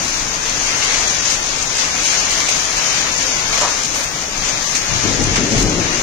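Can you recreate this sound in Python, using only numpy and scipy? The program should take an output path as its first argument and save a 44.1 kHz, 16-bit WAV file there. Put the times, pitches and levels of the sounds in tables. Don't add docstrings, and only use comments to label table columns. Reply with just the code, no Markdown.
import sys
import numpy as np
from scipy import signal
from scipy.fft import rfft, irfft
from scipy.io import wavfile
from scipy.ndimage import uniform_filter1d, minimum_filter1d

SR = 44100
rng = np.random.default_rng(int(sys.argv[2]) if len(sys.argv) > 2 else 0)


def inscribe(sig):
    pcm = np.round(np.clip(np.atleast_2d(sig).T, -1, 1) * 32767)
    wavfile.write(sys.argv[1], SR, pcm.astype(np.int16))


def invert_db(x):
    u = np.asarray(x, float) / 20
    return 10 ** u


N = 265641
TIME_S = np.arange(N) / SR
HZ = np.maximum(np.fft.rfftfreq(N, 1 / SR), 1)


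def rms_one(x):
    return x / np.sqrt(np.mean(np.mean(np.atleast_2d(x), axis=0) ** 2) + 1e-20)


def in_time(rows):
    s, *columns = np.transpose(rows)
    return [np.interp(TIME_S, s, c) for c in columns]


def over_hz(rows):
    hz, *columns = np.transpose(rows)
    return np.array([np.interp(np.log(HZ), np.log(hz), c) for c in columns])


def band(spectrum, low_hz, high_hz, steep=8):
    share = 1 / (1 + (low_hz / HZ) ** steep) - 1 / (1 + (high_hz / HZ) ** steep)
    return irfft(spectrum * np.sqrt(np.maximum(share, 0)), N)


def drift(rate, channels=1):
    step = 1 + int(SR / rate / 8)
    noise = rng.standard_normal((channels, N // step + 18))
    knots = signal.lfilter(np.hanning(16), [1], noise)[:, 16:]
    return np.array([np.interp(np.arange(N) / step, np.arange(len(k)), k / k.std()) for k in knots])


def stereo(left, right, alike):
    alike = np.clip(alike, 0, .99)
    mid, side = rfft(left), rfft(right)
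    return np.sqrt(1 + alike) * mid + np.sqrt(1 - alike) * side * [[1], [-1]]


def drops(per_s, spread_db, far_share):
    size = invert_db(spread_db * np.minimum(rng.exponential(1, (2, N)), 6))
    near = size * rng.choice([-1, 1], (2, N)) * (rng.random((2, N)) < per_s / SR)
    far_share = np.clip(far_share, 0, 1)
    far = rng.standard_normal((2, N))
    return np.sqrt(1 - far_share) * near / near.std() + np.sqrt(far_share) * far


def small_hail(per_s, fade_s):
    lifts = rng.exponential(1, N) * (rng.random(N) < per_s / SR)
    lifts = signal.lfilter([1], [1, -np.exp(-1 / (fade_s * SR))], lifts + 1e-18)
    return (lifts - lifts.mean()) / lifts.std()


# start in seconds, strength in dB, weight in
# dB, sparkle in dB, t60 in seconds.
HAIL_CLATTERS = [(0.478, -22, -6, -29, 0.17), (0.824, -13.5, -9.5, -35, 0.15), (1.2507, -17, -5, -37, 0.6),
                 (1.2984, -13, -12, -24, 0.47), (1.7816, -14, -5.5, -42, 0.23),
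                 (2.307, -9.5, -8.5, -23, 0.18), (2.4843, -11, -5.5, -31, 0.22),
                 (2.7703, -25, 0.5, -29, 0.64), (3.5254, -14.5, -2.5, -23, 0.25),
                 (3.5746, -14, -6, -35, 0.34), (3.6112, -9, -7, -47, 0.27), (3.94, -24, -0.5, -4.5, 0.8),
                 (4.75, -7.5, -9, -43, 0.15), (5.3567, -11.5, -3, -41, 0.2),
                 (5.5172, -21.5, -11, -22, 0.42), (5.58, -17.5, -5, -15, 0.35)]


def hail(offset_db, weight_share, sparkle_share, rise_s, crack_db, crack_s):
    power = np.zeros(N)
    for s, strength_db, weight_db, sparkle_db, t60 in HAIL_CLATTERS:
        age = np.maximum(TIME_S - s, 0)
        crack = 1 + invert_db(2 * crack_db) * np.exp(-age / crack_s)
        peak_db = strength_db + offset_db + weight_share * weight_db + sparkle_share * sparkle_db
        fall = invert_db(2 * (peak_db - 6 - 60 * age / max(t60, .02)))
        power += (1 - np.exp(-age / rise_s)) * crack * fall
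    return power


# time in seconds, intensity in dB, wind-blown fineness in dB.
DOWNPOUR = [(0.0, -26.5, 1.5), (0.44, -26, 0), (0.97, -22.5, -3.5), (1.41, -26, -1.5), (1.64, -26, -1),
            (2.18, -22, -0.5), (2.56, -24.5, 2.5), (2.9, -23, 0.5), (3.14, -24, 1), (3.54, -24.5, 1),
            (3.7, -25, 0), (4.29, -29, 1), (4.48, -26, 0), (4.79, -26.5, 4.5), (4.95, -23.5, -3.5),
            (5.28, -26.5, -5), (5.7, -27, -4), (6.02, -25, -3)]
CLASS_EDGES_HZ = (450, 1400, 4000, 7900, 10500)
# level at mean intensity in dB, share of intensity swing, share of fineness,
# flicker in dB, stray hail in dB.
DROP_CLASSES = [(-31, .5, -.1, 0.55, 0.07), (-29.5, 1.1, -.1, 0.9, 0.16), (-25, 1, 0, 0.9, 0.94),
                (-45, 1.1, .1, 1.5, 1.55), (-43.5, 0.47, 1, 0.15, .3)]
# offset in dB, share of weight, share of sparkle, rise in seconds.
CLATTER_IN_CLASS = [(-3, 1.6, 0, .003), (0, 1, 0.0034, .0015), (0, 0.026, 0.015, .0012),
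                    (-19, 0, 0.11, 0.0013), (3, 0, 0.91, .02)]
# frequency in Hz, left and right level in dB per Hz.
PORT_COLOUR = [(501, -54.5, -60), (1440, -57, -62), (2330, -52.5, -58), (3600, -59, -62),
               (5000, -55.5, -64), (6000, -51, -66), (6450, -48, -66.5), (7000, -54, -63.5),
               (7600, -64, -63.5), (8300, -70, -65.5), (9400, -77, -66), (11480, -85, -89),
               (11720, -81.5, -81.5), (14600, -76.5, -76)]
# frequency in Hz, likeness of left and right from 0 to 1.
PORT_LIKENESS = [(300, 0.67), (600, .2), (1300, 0.025), (16000, 0.0092)]
MEAN_INTENSITY_DB = -25


def rain():
    heard = stereo(*drops(per_s=6000, spread_db=3.0, far_share=.85), over_hz(PORT_LIKENESS)[0])
    heard = heard * invert_db(over_hz(PORT_COLOUR))
    intensity_db, fine_db = in_time(DOWNPOUR)
    flurry, stray = drift(8.0), small_hail(per_s=45.0, fade_s=0.0056)
    edges, out = (*CLASS_EDGES_HZ, 20000), 0
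    for low, high, drop_class, struck in zip(edges, edges[1:], DROP_CLASSES, CLATTER_IN_CLASS):
        mean_db, swing, fine, patchy_db, stray_db = drop_class
        level_db = mean_db + swing * (intensity_db - MEAN_INTENSITY_DB) + fine * fine_db
        power = invert_db(2 * level_db) + hail(*struck, crack_db=1.5, crack_s=.012)
        patches = 0.57 * flurry + drift(9.0) + 0.55 * drift(14.0, channels=2)
        wobble_db = patchy_db * patches + stray_db * stray
        out = out + rms_one(band(heard, low, high)) * np.sqrt(power) * invert_db(wobble_db)
    return out


def rumble(colour, low_hz, high_hz, level_db, lean_db, lumpy_db):
    noise = stereo(*rng.standard_normal((2, N)), alike=.8) * invert_db(over_hz(colour))
    side_db = lean_db * np.array([[.5], [-.5]])
    return rms_one(band(noise, low_hz, high_hz)) * invert_db(level_db + lumpy_db * drift(12.0) + side_db)


# frequency in Hz, level in dB per Hz.
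DRONE_SPECTRUM = [(12, -46.5), (20, 3), (34, -2), (54, -9), (161, -8), (232, -10.5), (264, -7),
                  (450, -17.5), (580, -111), (990, -120)]


def drone():
    level_db = -33 + 0.5 * drift(1.5)
    return rumble(DRONE_SPECTRUM, 5, 5000, level_db, lean_db=4.9, lumpy_db=0.85)


# frequency in Hz, level in dB, t60 in seconds.
LID_MODES = [(618, -9, 0.053), (882, -10, 0.035), (975, -2, 0.087), (1240, -8, 0.066), (1127, -7.5, 0.022)]
# start in seconds, blow in dB.
LID_BLOWS = [(3.615, -14.5), (3.622, -17), (3.632, -12), (3.649, -15), (3.674, -20), (3.718, -26),
             (3.96, -25.5), (4.005, -25)]


def knocks():
    out, at = np.zeros(N), [round(s * SR) for s, db in LID_BLOWS]
    for hz, level_db, t60 in LID_MODES:
        clicks = np.full(N, 1e-18)
        clicks[at] = invert_db(np.array(LID_BLOWS)[:, 1] + level_db + 1.5 + rng.normal(0, 1.5, len(at)))
        r, w = invert_db(-60 / (np.clip(t60, .02, .09) * SR)), 2 * np.pi * hz / SR
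        out += signal.lfilter([0, np.sin(w)], [1, -2 * r * np.cos(w), r * r], clicks)
    return out * invert_db(np.array([[2.2], [-2.2]]))


def thump():
    thump_db, t60_s = -6.5, .18
    s, blow_db = np.transpose(LID_BLOWS)[..., None]
    age = TIME_S - s
    fall_db = 60 * np.maximum(age, 0) / t60_s
    power = np.sum((age > 0) * invert_db(2 * (blow_db + thump_db - fall_db)), axis=0)
    noise = rms_one(band(rfft(rng.standard_normal(N)), 430, 1350))
    return np.sqrt(power) * noise * invert_db(np.array([[2.3], [-2.3]]))


# start in seconds, strength in dB, extra depth in dB.
THUNDER_ROLLS = [(4.88, -37, 10.5), (5.03, -23.5, -0.5), (5.18, -22.5, 1.5), (5.359, -21, -5.5),
                 (5.5, -20, -1.5), (5.6, -20.5, -4), (5.759, -26.5, -3.5), (5.92, -30, -7)]
# frequency in Hz, level in dB per Hz.
THUNDER_SPECTRUM = [(12, -24), (20, -4.5), (38, 4), (59, -9.5), (112, 1), (146, -4.5), (273, -2.5),
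                    (450, -7.5), (767, -19.5), (900, -19), (1170, -50), (1980, -120)]


def thunder():
    rise_s, fade_s = .018, .17
    start_lean_db, end_lean_db, turn_s = 12.5, 5, 5.12
    s, strength_db, depth_db = np.transpose(THUNDER_ROLLS)[..., None]
    age = np.maximum(TIME_S - s, 0)
    shape = (1 - np.exp(-age / rise_s)) ** 2 * np.exp(-2 * age / fade_s) * 2
    growl = np.sqrt(np.sum(shape * invert_db(2 * strength_db), axis=0))
    deep = np.sqrt(np.sum(shape * invert_db(2 * (strength_db + depth_db)), axis=0))
    turned = 1 + np.exp(np.clip((TIME_S - turn_s) / 0.082, -30, 30))
    lean_db = end_lean_db + (start_lean_db - end_lean_db) / turned
    low_roll = deep * rumble(THUNDER_SPECTRUM, 5, 150, 0, lean_db, lumpy_db=2.3)
    return low_roll + growl * rumble(THUNDER_SPECTRUM, 150, 5000, 0, lean_db, lumpy_db=0.6)


def scene():
    return rain() + drone() + knocks() + thump() + thunder()


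def limited(x, ceiling=.82):
    gain = minimum_filter1d(np.minimum(1, ceiling / (np.abs(x) + 1e-9)), size=401)
    return x * uniform_filter1d(gain, size=401)


FRAME = round(2048 / 48000 * SR)
GRID = 561
MID_SIDE = np.array([[1, 1], [1, -1]]) / np.sqrt(2)


def coarsely_rounded(x, steps, whim_db, size, count, finest, joint_hz, hold):
    n, k = np.arange(2 * size) + .5, np.arange(16 * count) + .5
    line_hz = k * SR / 2 / size
    basis = np.cos(np.pi / size * np.outer(n + size / 2, k))
    padded = np.pad(x, ((0, 0), (2 * size - GRID, 3 * size)))
    total = padded.shape[1] // size - 1
    sine, kaiser = np.sin(np.pi * n / (2 * size)), signal.windows.kaiser_bessel_derived(2 * size, 4 * np.pi)
    turns = drift(7.0)[0, np.arange(total + 1) * N // (total + 1)] > -.35
    slopes = np.array([sine, kaiser])[:, :size][turns * 1]
    window = np.hstack([slopes[:-1], slopes[1:, ::-1]])
    frames = np.lib.stride_tricks.sliding_window_view(padded, 2 * size, axis=1)[:, ::size][:, :total]
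    lines = (frames * window) @ basis
    joint = line_hz < joint_hz
    lines[..., joint] = np.tensordot(MID_SIDE, lines[..., joint], 1)
    power = uniform_filter1d(uniform_filter1d(lines ** 2, size=48, axis=2), size=5, axis=1)
    level = np.repeat(np.sqrt(power + 1e-9)[..., 8::16], 16, axis=2)
    hz, *over_db = np.transpose(steps)
    over_db = np.array([np.interp(line_hz, hz, db) for db in over_db])[:, None]
    whim = rng.standard_normal((2, total, count)) + rng.standard_normal((total, count))
    whim = np.repeat(uniform_filter1d(whim, size=hold, axis=1), 16, axis=2)
    step = np.maximum(level * invert_db(over_db), finest) * invert_db(whim_db * whim)
    error = np.sign(lines) * np.floor(np.abs(lines) / step + .42) * step - lines
    error[..., joint] = np.tensordot(MID_SIDE, error[..., joint], 1)
    frames = (error @ basis.T) * window * 2 / size
    out = np.zeros((2, total + 1, size))
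    out[:, :-1] += frames[..., :size]
    out[:, 1:] += frames[..., size:]
    return x + out.reshape(2, -1)[:, 2 * size - GRID:][:, :N]


# low and high edge in Hz, share of frames given a tone left and right,
# tone level in dB left and right.
TREBLE_STRIPS = [(7700, 8200, .78, .85, -60, -60), (8200, 8675, .3, .01, -3, -3),
                 (8900, 9475, .35, .01, -4, -3), (9475, 10400, 1, 1, -24, -6),
                 (10400, 10975, 1, 1, -30, -27), (10975, 11900, .3, .35, -7, -7),
                 (11900, 12475, .08, .08, -4, -4), (12575, 13300, .08, .1, -4, -4),
                 (13500, 14625, .1, .1, -6, -6), (15150, 15700, .92, .92, -60, -60)]


def rebuilt_treble(x):
    spectrum = rfft(x)
    out = irfft(spectrum * (HZ < 15700), N)
    for low, high, left_share, right_share, left_db, right_db in TREBLE_STRIPS:
        strip = irfft(spectrum * (HZ >= low) * (HZ < high), N)
        power = uniform_filter1d(strip ** 2, size=FRAME)
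        swell = np.log(np.abs(power) / uniform_filter1d(strip ** 2, size=8 * FRAME) + 1e-9)
        mood = drift(16.0) + .6 * drift(16.0, channels=2) + 1.8 * swell
        mood = mood[:, FRAME // 2::FRAME]
        toned = np.array([m <= np.quantile(m, share) for m, share in zip(mood, (left_share, right_share))])
        toned = np.pad(np.repeat(toned, FRAME, axis=1), ((0, 0), (0, FRAME)), "edge")[:, :N]
        toned = uniform_filter1d(toned * 1., size=FRAME // 4)
        loudness = np.sqrt(2 * np.abs(power)) * invert_db(2.6 * drift(20.0, channels=2))
        loudness *= np.sqrt(loudness / loudness.mean(axis=1, keepdims=True))
        loudness *= invert_db(22 * np.clip(drift(14.0) - .9, 0, .8) * (right_db < -10))
        tone = loudness * invert_db(np.array([[left_db], [right_db]])) * np.sin(np.pi * (low + high) * TIME_S)
        out += toned * (tone - strip)
    return out


def top_cut(x):
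    return signal.sosfilt(signal.butter(12, 15620, fs=SR, output="sos"), x)


# frequency in Hz, step over the local level in dB, mid and side below 4300 Hz,
# left and right above.
PHONE_ROUNDING = [(300, -12, -12), (1100, 1, 1), (3000, 6, 5), (4100, 6, 5), (4600, 5, 7), (6300, -4, 7.5),
                  (7300, 2, 5), (7800, 7, 6)]
# frequency in Hz, step over the local level in dB left and right.
SECOND_ROUNDING = [(300, -20, -16), (1000, -8, -6), (3000, -2, -2), (4500, -4, 0), (6300, -12, 2),
                   (7500, 0, 1), (9000, 3, -1), (11500, 9.3, 9.6), (15000, 8.7, 9)]


def record(dry):
    phone = coarsely_rounded(limited(dry), PHONE_ROUNDING, whim_db=3.8, size=FRAME, count=42,
                             finest=0, joint_hz=4300, hold=1)
    passed_on = coarsely_rounded(rebuilt_treble(phone), SECOND_ROUNDING, whim_db=2.5, size=1024, count=46,
                                 finest=.33, joint_hz=0, hold=2)
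    return top_cut(passed_on)


dry = scene()
out = record(dry)
inscribe(out)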